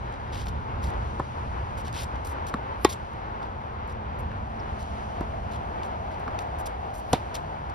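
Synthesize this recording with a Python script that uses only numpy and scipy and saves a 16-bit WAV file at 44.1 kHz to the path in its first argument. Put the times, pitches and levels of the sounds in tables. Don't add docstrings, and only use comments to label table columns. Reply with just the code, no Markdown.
import sys
import numpy as np
from scipy import signal
from scipy.fft import rfft, irfft, next_fast_len
from scipy.io import wavfile

SR = 44100
rng = np.random.default_rng(int(sys.argv[2]) if len(sys.argv) > 2 else 0)


def int16_out(signal):
    q = np.round(np.clip(np.atleast_2d(signal).T, -1, 1) * 32767)
    wavfile.write(sys.argv[1], SR, q.astype(np.int16))


N = 341334
TIME = np.arange(N) / SR
AGE = np.arange(SR // 2) / SR
SIDES = np.array([[.5], [-.5]])

# t/s, level/dB, thump/dB, thump f/Hz, thump delay/ms, bed pitch/ratio, bed tilt/dB per octave,
# crack/dB, ping/dB, air cut-off/Hz, court echo delay/ms, echo/dB, scatter/dB, pan left/dB
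STROKES = [(1.1954, -16, 4.5, 370, 0.093, 0.93, -2, -14, -5, 1460, 0.65, 4, -26, 1),
           (2.8474, -9, 15.5, 355, 1.27, 1.0, 1, 3, -2, 15100, 2.51, -7, -17.5, 0.5),
           (5.2091, -25, 18, 298, 0.11, 0.89, -1, 4, 3, 1400, 1.5, -21, -22, 1),
           (7.1307, -8, 7.5, 223, 4.3, 0.875, -6, -1, -8, 15000, 4.01, -10.5, -15, -0.5)]
# f/Hz, level/dB, t60/s
BED_MODES = [(148, -15, 0.052), (560, 3.5, 0.018), (852, 1.5, 0.036), (1100, 0.5, 0.03), (1065, -17, 0.13),
             (1360, -6.5, 0.028), (1610, -11, 0.022), (1895, -16.5, 0.06), (2430, -19.5, 0.045)]
# f/Hz, level/dB, t60/s
FRAME_MODES = [(2170, -25, 0.1), (3200, -18, 0.055), (3580, -15, 0.08), (3640, -22, 0.06),
               (3910, -22, 0.04), (4055, -15, 0.058), (4230, -24, 0.044), (5080, -25, 0.035),
               (5450, -22, 0.034)]
# f/Hz, level/dB
CRACK_EQ = [(400, -34), (1200, 8.5), (2500, 1), (4000, -0.5), (6800, 0.5), (9000, -2.5), (12000, -10.5),
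            (16000, -12)]
# f/Hz, level/dB
SCATTER_EQ = [(150, -14), (400, 2), (900, -9), (2000, -10), (3700, -15), (6000, -25.5), (12000, -32),
              (15000, -46)]
def strokes(bite_s=0.001323, bed_pivot_hz=850, thump_t60=0.014, fence_db=-45, echo_cut_hz=5000):
    out = np.zeros((2, N))
    for (s, db, thump_db, thump_hz, thump_ms, pitch, tilt_db, crack_db, ping_db,
         air_hz, echo_ms, echo_db, scatter_db, pan_db) in STROKES:
        thump = ring([(thump_hz, thump_db, thump_t60)], rise_s=0.0018)
        bed = [(hz, level + tilt_db * np.log2(hz / bed_pivot_hz), t60) for hz, level, t60 in BED_MODES]
        body = ring(bed, rise_s=0.0029, pitch=pitch) + delayed(thump, thump_ms)
        crack = from_db(crack_db) * hit_noise(CRACK_EQ, alike=0.8) * fade(rise_s=0.0018, t60=0.017)
        ping = from_db(ping_db) * ring(FRAME_MODES, rise_s=0.0037)
        direct = crack + delayed(body, bite_s * 1000)
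        echo = from_db(echo_db) * low_pass(delayed(direct, echo_ms), echo_cut_hz)
        court_tail = from_db(scatter_db) * fade(rise_s=0.0052, t60=0.13)
        fence_tail = from_db(fence_db) * fade(rise_s=0.025, t60=1.0)
        scatter = (court_tail + fence_tail) * hit_noise(SCATTER_EQ, alike=0.64)
        hit = low_pass(direct + ping + echo + scatter, air_hz)
        add(out, s - bite_s, from_db(db + pan_db * SIDES) * hit)
    return out


# t/s, level/dB, thump/dB, grit/dB, grit tilt/dB per octave
BOUNCES = [(2.5404, -22.5, 7, 0, -5), (4.316, -42.5, -4, 11, -9), (6.279, -32.5, 8.5, 6.5, -8.5)]
# f/Hz, level/dB, t60/s
BALL_MODES = [(1153, 5, 0.027), (1310, 0, 0.029), (1700, -8, 0.013)]
def bounces(thump_hz=225, thump_t60=0.026, squash_ms=5.0, scatter_db=-25):
    out = np.zeros((2, N))
    for s, db, thump_db, grit_db, tilt_db in BOUNCES:
        pop = ring(BALL_MODES, rise_s=0.00026)
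        thump = delayed(ring([(thump_hz, thump_db, thump_t60)], rise_s=0.00032), squash_ms)
        grit = hit_noise(CRACK_EQ, alike=0.97, tilt_db=tilt_db) * fade(rise_s=0.00041, t60=0.011)
        scatter = hit_noise(SCATTER_EQ, alike=0.3, tilt_db=-0.5) * fade(rise_s=0.0023, t60=0.19)
        add(out, s, from_db(db) * (pop + thump + from_db(grit_db) * grit + from_db(scatter_db) * scatter))
    return out


# fastest at t/s, half-width/s, level/dB
SWINGS = [(2.841, 0.022, -51), (7.125, 0.031, -56)]
# f/Hz, level/dB
SWISH_EQ = [(1500, -11), (4000, -5), (7000, -14.5), (11000, -8), (13500, -13), (16000, -32.5)]
def swings(whistle_hz=12000, whistle_db=-8, pitch_follows=0.05):
    out = np.zeros((2, N))
    hiss = colour(noise_pair(N, alike=0.84), SWISH_EQ)
    for s, width, db in SWINGS:
        speed = np.exp(-np.minimum(np.abs(TIME - s) / width, 20))
        whistle = wavering_tone(whistle_hz * speed ** pitch_follows, wander=0.025, flutter_db=2, turns=2000)
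        out += from_db(db) * speed * (hiss + from_db(whistle_db) * whistle)
    return out


# t/s, length/s, level/dB, tilt/dB per octave
SCUFFS = [(0.317, 0.14, -44.5, -4.5), (0.451, 0.062, -53, 0), (0.818, 0.099, -48.5, -1.5),
          (1.768, 0.055, -50, 2), (1.841, 0.061, -47, -4.5), (1.933, 0.12, -39.5, -4.5),
          (1.997, 0.057, -43.5, 2), (2.241, 0.1, -49.5, 5), (2.464, 0.04, -45, 1),
          (2.888, 0.06, -37.5, 0.5), (3.415, 0.053, -56, -7), (3.884, 0.053, -56, -3),
          (4.183, 0.032, -55, 8), (4.789, 0.051, -51.5, -1), (5.508, 0.065, -52, -3),
          (5.824, 0.06, -55.5, 0), (6.11, 0.052, -55, -7), (6.188, 0.035, -63, 4), (6.396, 0.038, -55, 2),
          (6.584, 0.036, -48, 7), (6.656, 0.023, -39.5, 3), (6.932, 0.087, -51, 5), (7.34, 0.035, -40, -2)]
# f/Hz, level/dB
SOLE_EQ = [(700, -7), (2000, 3), (3500, 9.5), (6200, 7.5), (8500, 8), (10500, 0), (13000, -1), (15000, -7)]
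def scuffs(slip_db=2.0, judder_db=1.6, grains_per_s=300, grain_db=17,
           landing_share=0.23, lift_share=0.3, slowing_db=4, pan_db=2.0):
    out = np.zeros((2, N))
    for s, length, db, tilt_db in SCUFFS:
        size = int(length * SR)
        cracking = rng.random(size) < grains_per_s / SR
        grains = from_db(grain_db) * cracking * np.clip(rng.standard_normal(size), -2, 2)
        friction = noise_pair(size, alike=0.92) + grains
        roughness = from_db(slip_db * drift(2500, size) + judder_db * drift(171, size))
        scrape = colour(friction * roughness, SOLE_EQ, tilt_db)
        slid = np.linspace(0, 1, size)
        contact = np.minimum(slid / landing_share, (1 - slid) / lift_share)
        pressure = np.sin(np.pi / 2 * np.clip(contact, 0, 1))
        add(out, s, from_db(db - slowing_db * slid) * pressure * scrape)
    return out * from_db(pan_db * SIDES)


# t/s, level/dB, tilt/dB per octave
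GRIT_TICKS = [(.124, -45, -4), (.139, -47, -4), (0.332, -37, -8), (0.339, -37, -8), (.354, -36, -10),
              (0.468, -31.5, -11), (.483, -36, -3), (.487, -37.5, -1), (.83, -44, 2), (.901, -43, 1),
              (0.937, -42, -14), (1.195, -45, 2), (1.927, -37, -3), (1.963, -32, -15), (2.033, -33, 2),
              (2.157, -41, -9), (2.248, -37.5, 2), (2.271, -36, 5), (2.467, -33, -2), (3.133, -50, 1),
              (3.876, -50, 8), (5.207, -43, 5), (5.533, -40.5, -7), (5.559, -45, -8), (5.832, -36, -9.5),
              (6.113, -52, -4), (6.389, -28.5, -4), (7.353, -25, -3), (7.697, -42.5, -5)]
def grit_ticks():
    out = np.zeros((2, N))
    for s, db, tilt_db in GRIT_TICKS:
        snap = hit_noise(SOLE_EQ, alike=0.88, tilt_db=tilt_db) * fade(rise_s=0.00073, t60=0.018)
        add(out, s, from_db(db) * snap)
    return out


# peak t/s, half-width/s, f/Hz, level/dB
SQUEAKS = [(4.601, 0.007, 5180, -54)]
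def squeaks():
    out = np.zeros(N)
    for s, width, hz, db in SQUEAKS:
        envelope = np.exp(-np.minimum(((TIME - s) / width) ** 2, 50))
        out += from_db(db) * envelope * wavering_tone(hz, wander=0.062, flutter_db=2.5, turns=1500)
    return out


def with_court(dry, wet_db, t60):
    tail = hit_noise(SCATTER_EQ, alike=0.33, tilt_db=9.0) * fade(rise_s=0.012, t60=t60)
    tail /= np.sqrt(np.sum(tail ** 2) / 2)
    return dry + from_db(wet_db) * signal.fftconvolve(dry, tail, axes=1)[:, :N]


# f/Hz, level/dB
RUMBLE_EQ = [(13, -30), (22, -24), (45, -4), (70, 2), (116, -6.5), (162, -14.5), (219, -13.5), (249, -19),
             (330, -29.5), (430, -57), (730, -120)]
# peak t/s, half-width/s, level/dB
RUMBLE_SURGES = [(0, 0.055, -40), (.5, 0.057, -34), (.86, 0.18, -35.5), (1.75, 0.43, -42), (4.3, 0.21, -41),
                 (5.4, 0.68, -42.5)]
# peak t/s, half-width/s, level/dB
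ENGINE_LOADS = [(1.35, 0.52, -54.5), (4.8, 1.37, -48)]
def engines(steady_db=-39.5, lurch_db=0.25, drone_hz=218.7, pan_db=-1.0):
    level = (from_db(steady_db) + swells(RUMBLE_SURGES)) * from_db(lurch_db * drift(11, N))
    rumble = level * colour(far_noise(), RUMBLE_EQ)
    drone = swells(ENGINE_LOADS) * wavering_tone(drone_hz, wander=0.012, flutter_db=1.5)
    return (rumble + drone) * from_db(pan_db * SIDES)


# t/s, length/s, f/Hz, glide/Hz per s, level/dB
ENGINE_NOTES = [(0, 2.15, 126.7, -3, -46), (7.43, 0.35, 153, -11, -46)]
def engine_notes(edge_s=0.038):
    out = np.zeros(N)
    for s, length, hz, glide, db in ENGINE_NOTES:
        held = np.clip(TIME - s, 0, length)
        envelope = np.exp(-np.minimum(np.abs(TIME - s - held) / edge_s, 20))
        note = wavering_tone(hz + glide * held, wander=0.021, flutter_db=2.5, turns=78)
        out += from_db(db) * envelope * note
    return out


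# t/s, level/dB
ROAD_RIDE = [(0.05, -47), (0.75, -47), (1.01, -46.5), (1.8, -46.5), (2.71, -46), (3.91, -48), (6.55, -46.5),
             (6.82, -48), (7.7, -47.5)]
# f/Hz, level/dB
ROAD_EQ = [(120, -18), (280, -8), (450, -6), (650, -4), (900, 1.5), (1150, -5), (1500, -9.5), (2000, -17.5),
           (2800, -24), (4000, -31.5), (7000, -52.5), (16000, -78)]
# nearest at t/s, half-width/s, level/dB
PASS_BYS = [(6.25, 1.58, -36.5)]
# f/Hz, level/dB
TYRE_EQ = [(300, -4.5), (520, 4), (660, 19), (800, 19), (920, 6.5), (1200, -16), (2500, -42)]
def road(trim_db=11, waver_db=1.19):
    ride_db, = columns_at(ROAD_RIDE, TIME)
    wash = from_db(trim_db + ride_db + waver_db * drift(14, N)) * colour(far_noise(), ROAD_EQ)
    tyres = swells(PASS_BYS) * colour(far_noise(), TYRE_EQ)
    return wash + tyres


# t/s, level/dB
BREEZE_RIDE = [(0.05, -79.5), (0.75, -80.5), (1.07, -75.5), (1.71, -78), (1.9, -77.5), (2.69, -81.5),
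               (3.03, -79), (3.24, -82.5), (4.03, -84.5), (4.65, -80), (4.82, -74.5), (5.03, -75),
               (5.27, -78), (6.21, -80), (6.51, -79), (6.67, -81.5), (7.16, -76), (7.7, -81.5)]
# f/Hz, level/dB
LEAF_EQ = [(1500, 11), (3000, 18), (4700, 11), (7000, 8), (9000, 3.5), (11000, -4.5), (14000, -19.5),
           (15700, -30)]
def leaves(trim_db=19.5):
    ride_db, = columns_at(BREEZE_RIDE, TIME)
    return from_db(trim_db + ride_db) * colour(far_noise(), LEAF_EQ)


# t/s, f/Hz, level/dB
SQUEAL_RIDE = [(0, 3880, -65), (.23, 3865, -65), (.32, 3760, -71), (.5, 3700, -68), (.63, 3540, -69),
               (.75, 3550, -85), (1.05, 3650, -85), (1.19, 3750, -68), (1.27, 3780, -72), (1.4, 3750, -110)]
def far_squeal():
    hz, db = columns_at(SQUEAL_RIDE, TIME)
    return from_db(db) * wavering_tone(hz, wander=0.018, flutter_db=4, turns=500)


# f/Hz, left phase lead/rad, coherence/0-1
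FAR_IMAGE = [(30, 0, .94), (130, .1, .92), (350, 1.1, .75), (650, 2.2, .9), (1200, 2.7, .72),
             (1650, 3.6, .45), (2200, 6.1, .7), (3200, 7.4, .6), (3900, 9.5, .2), (4600, 12.5, .65),
             (5700, 12.6, .4), (7000, 12.57, .99)]
def far_noise():
    size = next_fast_len(N)
    lead, alike = columns_at(FAR_IMAGE, np.fft.rfftfreq(size, 1 / SR))
    left, scattered = rfft(rng.standard_normal((2, size)))
    right = alike * np.exp(-1j * lead) * left + np.sqrt(1 - alike ** 2) * scattered
    return irfft(np.array([left, right]), size)[:, :N]


def from_db(db):
    return 10 ** (np.asarray(db) / 20)


def rms_one(x):
    return x / np.sqrt(np.mean(x ** 2) + 1e-20)


def columns_at(rows, where):
    axis, *columns = np.transpose(rows)
    return [np.interp(where, axis, c) for c in columns]


def add(out, s, sound):
    start = max(round(s * SR), 0)
    out[:, start:start + sound.shape[-1]] += sound[..., :N - start]


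def colour(x, eq, tilt_db=0):
    size = next_fast_len(x.shape[-1])
    octave = np.log2(np.fft.rfftfreq(size, 1 / SR) + 1)
    hz, db = np.transpose(eq)
    tilt = tilt_db * np.maximum(octave - np.log2(hz[1]), 0)
    gain = from_db(np.interp(octave, np.log2(hz), db) + tilt)
    return rms_one(irfft(rfft(x, size) * gain, size)[..., :x.shape[-1]])


def drift(rate, size):
    steps = np.arange(size) * rate / SR
    points = int(steps[-1]) + 2
    return rms_one(np.interp(steps, np.arange(points), rng.standard_normal(points)))


def noise_pair(size, alike):
    mid, side = rng.standard_normal((2, size))
    return (np.sqrt(1 + alike) * mid + np.sqrt(1 - alike) * side * [[1], [-1]]) / np.sqrt(2)


def hit_noise(eq, alike, tilt_db=0):
    return colour(noise_pair(len(AGE), alike), eq, tilt_db)


def low_pass(x, hz):
    return signal.sosfilt(signal.butter(2, hz, fs=SR, output="sos"), x)


def fade(rise_s, t60):
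    return (1 - np.exp(-(AGE / rise_s) ** 2)) * from_db(-np.minimum(60 * AGE / t60, 200))


def ring(modes, rise_s, pitch=1):
    return sum(from_db(db) * fade(rise_s, t60) * np.sin(2 * np.pi * hz * pitch * AGE)
               for hz, db, t60 in modes)


def delayed(x, ms):
    return np.array([np.interp(AGE - ms / 1000, AGE, c, left=0) for c in np.atleast_2d(x)])


def wavering_tone(hz, wander, flutter_db, turns=40):
    phase = 2 * np.pi * np.cumsum(hz * (1 + wander * drift(turns, N))) / SR
    return rms_one(np.sin(phase) * from_db(flutter_db * drift(20.99, N)))


def swells(rows):
    return sum(from_db(db) / (1 + ((TIME - s) / width) ** 2) for s, width, db in rows)


def scene(wash_pan_db=1.6):
    footwork = with_court(scuffs() + grit_ticks() + squeaks(), wet_db=-20.5, t60=0.13)
    rally = strokes() + bounces() + swings() + footwork
    wash = (road() + leaves()) * from_db(wash_pan_db * SIDES)
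    return rally + engines() + engine_notes() + wash + far_squeal()


# f/Hz, left phase lead/rad
PORT_PHASE = [(5400, 0), (6300, -2), (7000, -3.14), (8300, -3.14), (9200, -4.3), (10100, -6.28),
              (12000, -6.28), (13700, -9.42)]
def record(dry, cutoff_hz=15900):
    size = next_fast_len(N + SR // 10)
    turn, = columns_at(PORT_PHASE, np.fft.rfftfreq(size, 1 / SR))
    heard = irfft(rfft(dry, size) * np.exp(1j * turn * SIDES), size)[:, :N]
    return signal.sosfilt(signal.ellip(10, .2, 80, cutoff_hz, fs=SR, output="sos"), heard)


dry = scene()
out = record(dry)
int16_out(out)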